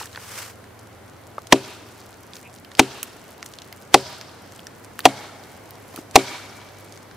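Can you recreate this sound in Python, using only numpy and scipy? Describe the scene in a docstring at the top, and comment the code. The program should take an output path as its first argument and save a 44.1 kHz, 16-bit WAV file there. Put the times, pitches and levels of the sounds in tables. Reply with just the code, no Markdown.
"""Dry leaves crackle and tick and a sleeve swishes, over the hush of open woodland and a far engine's drone.
Then a heavy knife is chopped five times into a fallen log, close to a stereo microphone that overloads.
Each blow is a rush of air noise, a bank of ringing log modes, a crack with a blade ring, and bursts of
snapping fibres; shaped noise makes the swelling echo of the trees. Leaves, chips and twigs are short rings
and snaps, the sleeve and the hush are coloured noise, and the engine is a stack of sine orders."""
import sys
import numpy as np
from scipy import signal
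from scipy.io import wavfile

SR = 44100
rng = np.random.default_rng(int(sys.argv[2]) if len(sys.argv) > 2 else 0)


def dump_mix(stems):
    """Bounce the given channels to the path in sys.argv[1] as a 16-bit WAV at rate SR."""
    frames = np.atleast_2d(stems).T  # one column per channel
    limited = np.clip(frames, -1, 1)  # hard clip at full scale
    pcm = np.round(limited * 32767).astype(np.int16)
    wavfile.write(sys.argv[1], SR, pcm)


def magnitude_from_level(level_db):
    """Linear magnitude for a level in decibels (20 dB per decade)."""
    exponent = np.asarray(level_db, float) / 20
    return 10 ** exponent


N = 315872   # length in samples


def rms_one(x):
    """Scale to unit rms."""
    return x / np.sqrt(np.mean(x ** 2) + 1e-20)


def in_time(rows):
    """Draw each column of a (seconds, values..) curve out to every sample."""
    s, *columns = np.transpose(rows)
    return [np.interp(np.arange(N) / SR, s, column) for column in columns]


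def at_hz(points, hz):
    """Read a (Hz, value) curve on a log frequency axis."""
    curve_hz, values = np.transpose(points)
    return np.interp(np.log(hz), np.log(curve_hz), values)


def drift(rate_hz):
    """Slow random wander of unit rms: noise through two equal poles at rate_hz."""
    hop = 40   # computed at every 40th sample, then joined by lines
    r = np.exp(-2 * np.pi * hop * rate_hz / SR)
    noise = rng.standard_normal(N // hop + 2002)
    slow = rms_one(signal.lfilter([1], [1, -2 * r, r * r], noise)[2000:])
    return np.interp(np.arange(N) / hop, np.arange(len(slow)), slow)


def swell(t, s, db, rise, t60):
    """Gain that climbs to db at s and dies away; rise and t60 are seconds per 60 dB."""
    climb = (s - t) / max(rise, .01)
    fall = (t - s) / max(t60, .01)
    return magnitude_from_level(db - 60 * np.where(t < s, climb, fall))


def ring(x, hz, t60):
    """Two-pole resonance: a unit click sets a sine of height 1 ringing, 60 dB down after t60 seconds."""
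    r, w = magnitude_from_level(-60 / (t60 * SR)), 2 * np.pi * hz / SR
    return signal.lfilter([0, np.sin(w)], [1, -2 * r * np.cos(w), r * r], x + 1e-18)


def cut(x, hz, kind, order=2):
    """Butterworth low- or high-pass."""
    return signal.sosfilt(signal.butter(order, np.clip(hz, 20, .45 * SR), kind, fs=SR, output="sos"), x)


def add(out, s, piece):
    """Lay a short sound into the track at s seconds."""
    i = round(s * SR)
    out[..., i:i + piece.shape[-1]] += piece[..., :N - i]


def bands(likeness, gain, size=N):
    """Half-octave bands of stereo noise, each with its own gain(hz) and left-right likeness."""
    out, edges = 0, 25 * 2 ** np.arange(0, 9.6, .5)
    white = rng.standard_normal((2, 2, size))   # neighbouring bands draw on different noise
    for k, (low, high) in enumerate(zip(edges, edges[1:])):
        band = signal.butter(2, [low, high], "band", fs=SR, output="sos")
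        mid, side = signal.sosfilt(band, white[k % 2])
        hz = np.sqrt(low * high)
        alike = np.clip(at_hz(likeness, hz), -1, 1)
        stereo = np.sqrt(1 + alike) * mid + np.sqrt(1 - alike) * side * [[1], [-1]]
        out = out + gain(hz) * stereo
    return out


# Colour of the hush. Each row: frequency in Hz, relative level in dB per Hz.
HUSH_COLOUR = [(15, -56), (25, -26), (59, -19), (70, -11), (99, -6.5), (152, -9), (331, -7), (582, -10.5),
               (631, -9.5), (1240, -16), (1450, -15), (3260, -26.5), (5730, -28.5), (7110, -29.5),
               (15500, -30.5)]
# Stereo width of the hush. Each row: frequency in Hz, left-right likeness from -1 to 1.
HUSH_LIKENESS = [(60, 0.99), (150, 0.91), (380, 0.44), (950, 0.67), (2380, 0.59), (5980, 0.19),
                 (15000, -0.6)]


def hush():
    """Far traffic and air: dull noise that breathes slowly, partly all bands at once."""
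    level_db = -45.5
    together = drift(0.073)

    def gain(hz):
        return magnitude_from_level(at_hz(HUSH_COLOUR, hz) + .6 * together + .7 * drift(3))

    return magnitude_from_level(level_db) * rms_one(bands(HUSH_LIKENESS, gain))


# Speed of the far engine. Each row: time in seconds, cycles per second.
ENGINE_SPEED = [(0, 21.4), (.7, 21.9), (2, 21.8), (2.5, 23.2), (3.5, 24.2), (3.9, 23), (4.2, 21.8),
                (4.8, 25.6), (5.3, 25.2), (6.9, 25), (7.16, 24.4)]
# Load of the far engine. Each row: time in seconds, level in dB.
ENGINE_LOAD = [(0, -51.5), (2, -54), (2.4, -55.5), (3.5, -55.5), (4.2, -55), (4.85, -50.5), (7.16, -48.5)]
# Steady orders of the engine. Each row: multiple of the cycle rate, level in dB relative to the load.
ENGINE_ORDERS = [(2, -23), (3, -32), (4, -4.5), (6, -19.5)]


def drone():
    """Low orders of a far engine that changes speed: sines at multiples of its cycle; neighbours beat."""
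    (per_s,), (load_db,) = in_time(ENGINE_SPEED), in_time(ENGINE_LOAD)
    turn = 2 * np.pi * np.cumsum(per_s) / SR
    # the fifth order is strong at low speed and loses 5.5 dB per cycle per second above 21.76
    fifth_db = -1 - 5.5 * np.maximum(per_s - 21.76, 0)
    out = np.zeros(N)
    for order, db in ENGINE_ORDERS + [(5, fifth_db)]:
        rms = magnitude_from_level(load_db + db + 0.78 * drift(12))
        out += rms * np.sqrt(2) * np.sin(order * turn)
    return out


# Faint leaf crackle. Each row: time in seconds, ticks per second before clumping.
LITTER_RATE = [(0, 84), (.7, 23), (1.5, 59), (2.3, 106), (3.3, 82), (4, 65), (4.6, 45), (5.4, 25),
               (6.5, 113), (7.16, 130)]


def litter():
    """Tiny random snaps of dry leaves, in clumps, each ringing one of eight pitches in its own direction."""
    level_db = -36
    per_s, = in_time(LITTER_RATE)
    born = rng.random(N) < np.maximum(per_s, 0) * magnitude_from_level(5 * drift(6)) / SR
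    sizes = magnitude_from_level(3 * np.minimum(rng.exponential(1, N), 3)) * rng.choice([-1, 1], N) * born
    dealt = rng.integers(0, 8, N)   # which pitch each snap gets
    pans = magnitude_from_level(rng.normal(0, 2.0, N) * [[.5], [-.5]])   # left minus right, spread in dB
    pitches_hz = np.geomspace(4000, 14000, num=8)
    rings = sum(ring(sizes * pans * (dealt == k), hz, 4 / hz) for k, hz in enumerate(pitches_hz))
    return magnitude_from_level(level_db) * cut(rings, 3900, "high")


# Cloth sweeping by. Each row: time in seconds, level in dB.
SLEEVE = [(0, -33), (.03, -38), (.08, -51.5), (.19, -46), (.28, -41), (.385, -33.5), (.49, -42),
          (.53, -51.5), (.6, -89)]
# Leaves stirred briefly. Each row: loudest moment in seconds, level in dB,
# rise in seconds per 60 dB (never under 0.01), t60 of the fall in seconds.
STIRS = [(2.35, -49, .18, 0.44), (3.04, -50.5, -1.7, 0.73), (5.991, -45.5, 0.5, 0.13)]
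# Colour of cloth and stirred leaves. Each row: frequency in Hz, relative level in dB per Hz.
SWISH_COLOUR = [(290, -41), (500, -0.5), (553, -6), (759, -3.5), (1250, 1), (2430, -2.5), (4020, -6.5),
                (5840, -3), (15500, -9.5)]


def swish():
    """Sleeve and stirred leaves: grainy broad noise that swells with the movement."""
    t = np.arange(N) / SR
    gain = magnitude_from_level(*in_time(SLEEVE)) + sum(swell(t, *stir) for stir in STIRS)
    noise = rms_one(bands(ECHO_LIKENESS, lambda hz: magnitude_from_level(at_hz(SWISH_COLOUR, hz))))
    grain = magnitude_from_level(2.0 * drift(60))
    return gain * grain * noise


def squeak():
    """A faint rubbing squeak: a short puff of noise twice through one resonance."""
    middle_s, width_s, hz, level_db = 2.462, .017, 2500, -48
    note = ring(ring(rng.standard_normal(N), hz, .004), hz, .004)
    puff = np.exp(-.5 * ((np.arange(N) / SR - middle_s) / width_s) ** 2)
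    return magnitude_from_level(level_db) * puff * rms_one(note)


# Dull knocks of wood nearby. Each row: start in seconds, level of the main ring in dB, its pitch in Hz,
# pitch ratio of the upper neighbour, level of that neighbour relative to the main ring in dB.
KNOCKS = [(0.012, -29.5, 937, 1.2, -4), (0.032, -30, 1450, 2, 2), (0.175, -28.5, 905, 1.64, 3),
          (1.381, -22.5, 760, 1.5, 3), (5.941, -33, 293, 2.05, 2.5), (5.976, -34.5, 447, 2.9, 6),
          (5.987, -26.5, 330, 1.9, -14)]


def knocks():
    """A soft contact, a short dulled noise burst, rings a short note and a higher neighbour."""
    out, t = np.zeros(N), np.arange(1600) / SR
    for s, db, hz, ratio, upper_db in KNOCKS:
        touch = cut(rng.standard_normal(len(t)) * np.exp(-t / 0.0024), 3900, "low", order=1)
        parts = [cut(ring(touch, f, 8.7 / f), 0.65 * hz, "high") for f in (hz, ratio * hz)]
        note = sum(magnitude_from_level(level) * part / abs(part).max() for part, level in zip(parts, (0, upper_db)))
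        add(out, s, magnitude_from_level(db) * note)
    return out


# Chips and twigs on dry leaves. Each row: start in seconds, level in dB, ring in Hz,
# woody low part and dry top part, both in dB relative to the ring.
TICKS = [(0.027, -26, 4890, -4, -9), (.057, -24, 7800, -7, -22), (0.0715, -32, 3470, -12, -4),
         (0.1295, -28, 4660, -10, -10), (.148, -31.5, 3020, 3, -25), (0.159, -22.5, 2900, -4, -18),
         (.2145, -34, 4400, -15, -15), (.641, -36, 4870, 3.5, -8), (1.47, -27, 5700, -12, -18),
         (1.886, -40, 3840, -18, -20), (2.234, -35.5, 5780, -13, -16), (2.3345, -22.5, 3700, -20, -24),
         (2.355, -25.5, 6150, -27, -21), (2.3672, -25, 5430, -24, -20), (2.429, -31.5, 7740, -13, -11),
         (2.529, -38, 9680, -16, -5), (2.541, -29.5, 8200, -16, -8), (2.561, -34, 4100, -15, -11),
         (2.6474, -30, 3040, -9, -2), (2.716, -29.5, 3740, 0, -19), (2.751, -22, 4530, -9, -24),
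         (2.771, -29, 4860, -25, -11), (3.0296, -16, 2660, -23, 6), (3.131, -33, 5560, -19, -10),
         (3.4277, -18, 4860, -1, -21), (3.461, -20, 6700, -14, -24), (3.537, -27, 5140, -12, -20),
         (3.5866, -22, 3930, -25, -26), (3.619, -25.5, 4640, -17, -21), (3.7263, -23, 4730, -3.5, 3),
         (4.212, -20, 4630, -5.5, -30), (4.294, -35, 3800, -13, -10), (4.5215, -29, 6730, -13, -23),
         (4.561, -28, 8850, -20, -7), (4.593, -28, 3020, -18, -3), (4.6688, -21, 6050, -9, -25),
         (4.8463, -26, 9790, -11, -8), (4.9913, -20, 2620, 4, 8), (5.0044, -19, 3620, -17.5, 0),
         (5.437, -31, 4130, -11, -27.5), (5.7074, -25.5, 5600, -18, 3), (5.941, -33, 4160, -9, -12),
         (5.9607, -21.5, 3400, -15, 2), (6.111, -28.5, 8800, -15, -5), (6.615, -33.5, 3760, -9, -10),
         (6.9234, -28.5, 6310, -23, -15), (6.975, -29, 6650, -7, -6), (7.1122, -33.5, 4380, 0, -11)]


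def ticks():
    """Each tick is a ms-long burst of snaps: a broad ring, a woody low part and a dry top."""
    out, t = np.zeros((2, N)), np.arange(800) / SR
    fade = np.exp(-t / .0012) + magnitude_from_level(-17) * np.exp(-t / .008)
    for s, db, hz, low_db, top_db in TICKS:
        pan_db = rng.normal(-1.5, 0.5)   # left minus right
        burst = rng.standard_normal((3, len(t))) * fade
        wide = burst[0] + 0.45 * burst[1:]   # shared noise plus a little of each side's own
        body = cut(ring(wide, hz, 4 / hz), hz / 2, "high")
        wood = ring(burst[0], 1800, .004)
        top = cut(wide, 6500, "high")
        levels = zip((body, wood, top), (0, low_db, top_db))
        piece = sum(magnitude_from_level(level) * part / abs(part).max() for part, level in levels)
        add(out, s, magnitude_from_level(db) * cut(piece, 1000, "high") * magnitude_from_level([[pan_db / 2], [-pan_db / 2]]))
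    return out


def swing():
    """Air torn by the falling blade: noise swells as it comes down and stops on contact."""
    level_db, rise_s = -26.5, 0.0073
    before = [s - np.arange(N) / SR for s, *_ in BLOWS]   # seconds left until each contact
    rush = sum((left > 0) * np.exp(-np.abs(left) / rise_s) for left in before)
    air = rng.standard_normal(N) + rng.standard_normal((2, N))   # shared, plus each side's own
    return magnitude_from_level(level_db) * rush * rms_one(cut(cut(air, 2800, "low", order=1), 270, "high"))


# Stands of trees that send the blow back. Each row: loudest moment in seconds after the blow,
# level in dB, rise in seconds per 60 dB, t60 of the fall in seconds.
TREES = [(.033, -47, 3, 0.35), (0.149, -50, 0.85, 0.87), (.3, -60, 1.5, 2.8)]
# Colour of the echo. Each row: frequency in Hz, level in dB.
ECHO_COLOUR = [(150, -30), (300, -19), (550, -14), (900, -9.5), (1400, -2.5), (2200, -10), (3200, -4.5),
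               (4500, -4.5), (7000, -7.5), (10000, -8), (15000, -10)]
# Stereo width of the echo, lent to the swish too. Each row: frequency in Hz, left-right likeness, -1 to 1.
ECHO_LIKENESS = [(60, 0.78), (240, 1), (950, 0.91), (3770, 0.67), (15000, -0.37)]


def trees(x):
    """Countless trunks scatter the sound back as a swelling noise tail; the air dulls the late returns."""
    air_loss_db, patchy_db = 2.03, 2.0   # loss per second and kHz; unevenness from clumps of trunks
    t = np.arange(SR) / SR
    shape = np.sqrt(sum(swell(t, *stand) ** 2 for stand in TREES)) * (t > .008)

    def gain(hz):
        patches = patchy_db * drift(25)[:SR]
        return shape * magnitude_from_level(at_hz(ECHO_COLOUR, hz) + patches - air_loss_db * t * hz / 1000)

    echo = bands(ECHO_LIKENESS, gain, size=SR)
    return signal.fftconvolve(x[None], echo, axes=1)[:, :N]


# The blows. Each row: start in seconds, place along the log in radians per mode,
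# length of the bite in ms, level of the crack in dB, blade ring in Hz.
BLOWS = [(1.5240, 0.12, 3.1, 19, 2590), (2.7933, 0.21, 2.8, 19, 2740), (3.9420, 0.56, 3.9, 20, 5000),
         (5.0540, 0.36, 3.7, 19, 2200), (6.1564, 0.037, 6.9, 25, 2300)]
# Modes of the log. Each row: frequency in Hz, level in dB, t60 in seconds.
LOG = [(129.8, -24, 0.35), (208.6, -28, 0.23), (272.4, -8, 0.12), (326.6, -2.5, 0.081), (386.5, -9.5, 0.17),
       (451, -14, 0.1), (552, -19, 0.22), (614, -8.5, 0.085), (681, -18, 0.12), (755, -6.5, 0.075),
       (815, -6, 0.059), (943, -12, 0.065)]
# Pushes on the log: the edge lands, then the blade stops in the wood.
# Each row: delay in seconds, level in dB, softness as a low-pass in Hz.
PUSHES = [(.0006, -11, 2500), (.0048, -1.5, 896)]


def blows():
    """Each blow: a hard first contact rings log and blade, then fibres snap while the edge bites."""
    blade_db, blade_low_hz = -24.5, 2190   # level under the crack, and reference pitch for its decay
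    notch_hz, notch_t60_s, notch_db = 760.6, .014, -9   # the snaps ring the wood around the notch
    contact, fibres, t = np.zeros(N), np.zeros(N), np.arange(SR // 2) / SR
    click = (t == 0) * 1.
    push = -sum(magnitude_from_level(db) * np.roll(cut(click, hz, "low"), round(delay * SR)) for delay, db, hz in PUSHES)
    snap = cut(cut(click, 6000, "low", order=1), 550, "high")
    rap = click - np.roll(click, 2)   # starts the blade in step with the crack
    for s, place, bite_ms, crack_db, blade_hz in BLOWS:
        thud = np.zeros(len(t))
        for n, (hz, db, t60) in enumerate(LOG):
            # a mode stays quiet when struck near one of its nodes
            thud += magnitude_from_level(db) * np.cos(place * n) * ring(push, hz, t60)
        # the blade rings 3.4 bite lengths at the reference pitch, shorter above
        blade_t60_ms = 3.4 * bite_ms * (blade_low_hz / blade_hz) ** 2
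        crack = snap + magnitude_from_level(blade_db) * ring(rap, blade_hz, blade_t60_ms / 1000)
        late_crack = np.roll(crack, round(0.000987 * SR))
        add(contact, s, cut(thud, 115, "high") + magnitude_from_level(crack_db) * late_crack)

        # force builds over 1.6 ms, holds through the bite and lets go
        force = np.minimum(t / .0016, 1) ** 2 * np.exp(-np.maximum(t - bite_ms / 1000, 0) / .0011)
        snaps = (force + magnitude_from_level(-5.0) * np.exp(-t / 0.0046)) * rng.standard_normal(len(t))
        notch = cut(ring(snaps, notch_hz, notch_t60_s), notch_hz / 2, "high")
        low = cut(cut(snaps, 1020, "low", order=4), 390, "high")
        high = cut(cut(snaps, 4260, "low"), 1310, "high")
        add(fibres, s, magnitude_from_level(notch_db) * notch + magnitude_from_level(19.0) * low + magnitude_from_level(13.5) * high)
    return contact, fibres


def scene():
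    """Chop, echo and woodland together; the chopping reaches the left port a little late."""
    port_lag_s, log_pan_db = .000017, 1.9   # pan is left minus right
    contact, fibres = blows()
    chop = contact + fibres
    late = np.interp(np.arange(N) - port_lag_s * SR, np.arange(N), chop)
    near = np.array([late, chop]) * magnitude_from_level([[log_pan_db / 2], [-log_pan_db / 2]])
    background = hush() + drone() + litter() + swish() + squeak()
    return background + knocks() + ticks() + swing() + trees(contact) + near


def band_limit(x):
    """A steep low-pass at the top of the band."""
    return signal.sosfilt(signal.butter(12, 15670, fs=SR, output="sos"), x)


def record(dry):
    """The overloaded input clips flat, then a steep low-pass takes off the top."""
    clipped = np.clip(dry, -.98, .98)
    low_pass = signal.cheby2(10, 50, 16600, fs=SR, output="sos")   # 50 dB down from 16.6 kHz up
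    mix = signal.sosfilt(low_pass, clipped)
    return band_limit(mix)


dry = scene()
out = record(dry)
dump_mix(out)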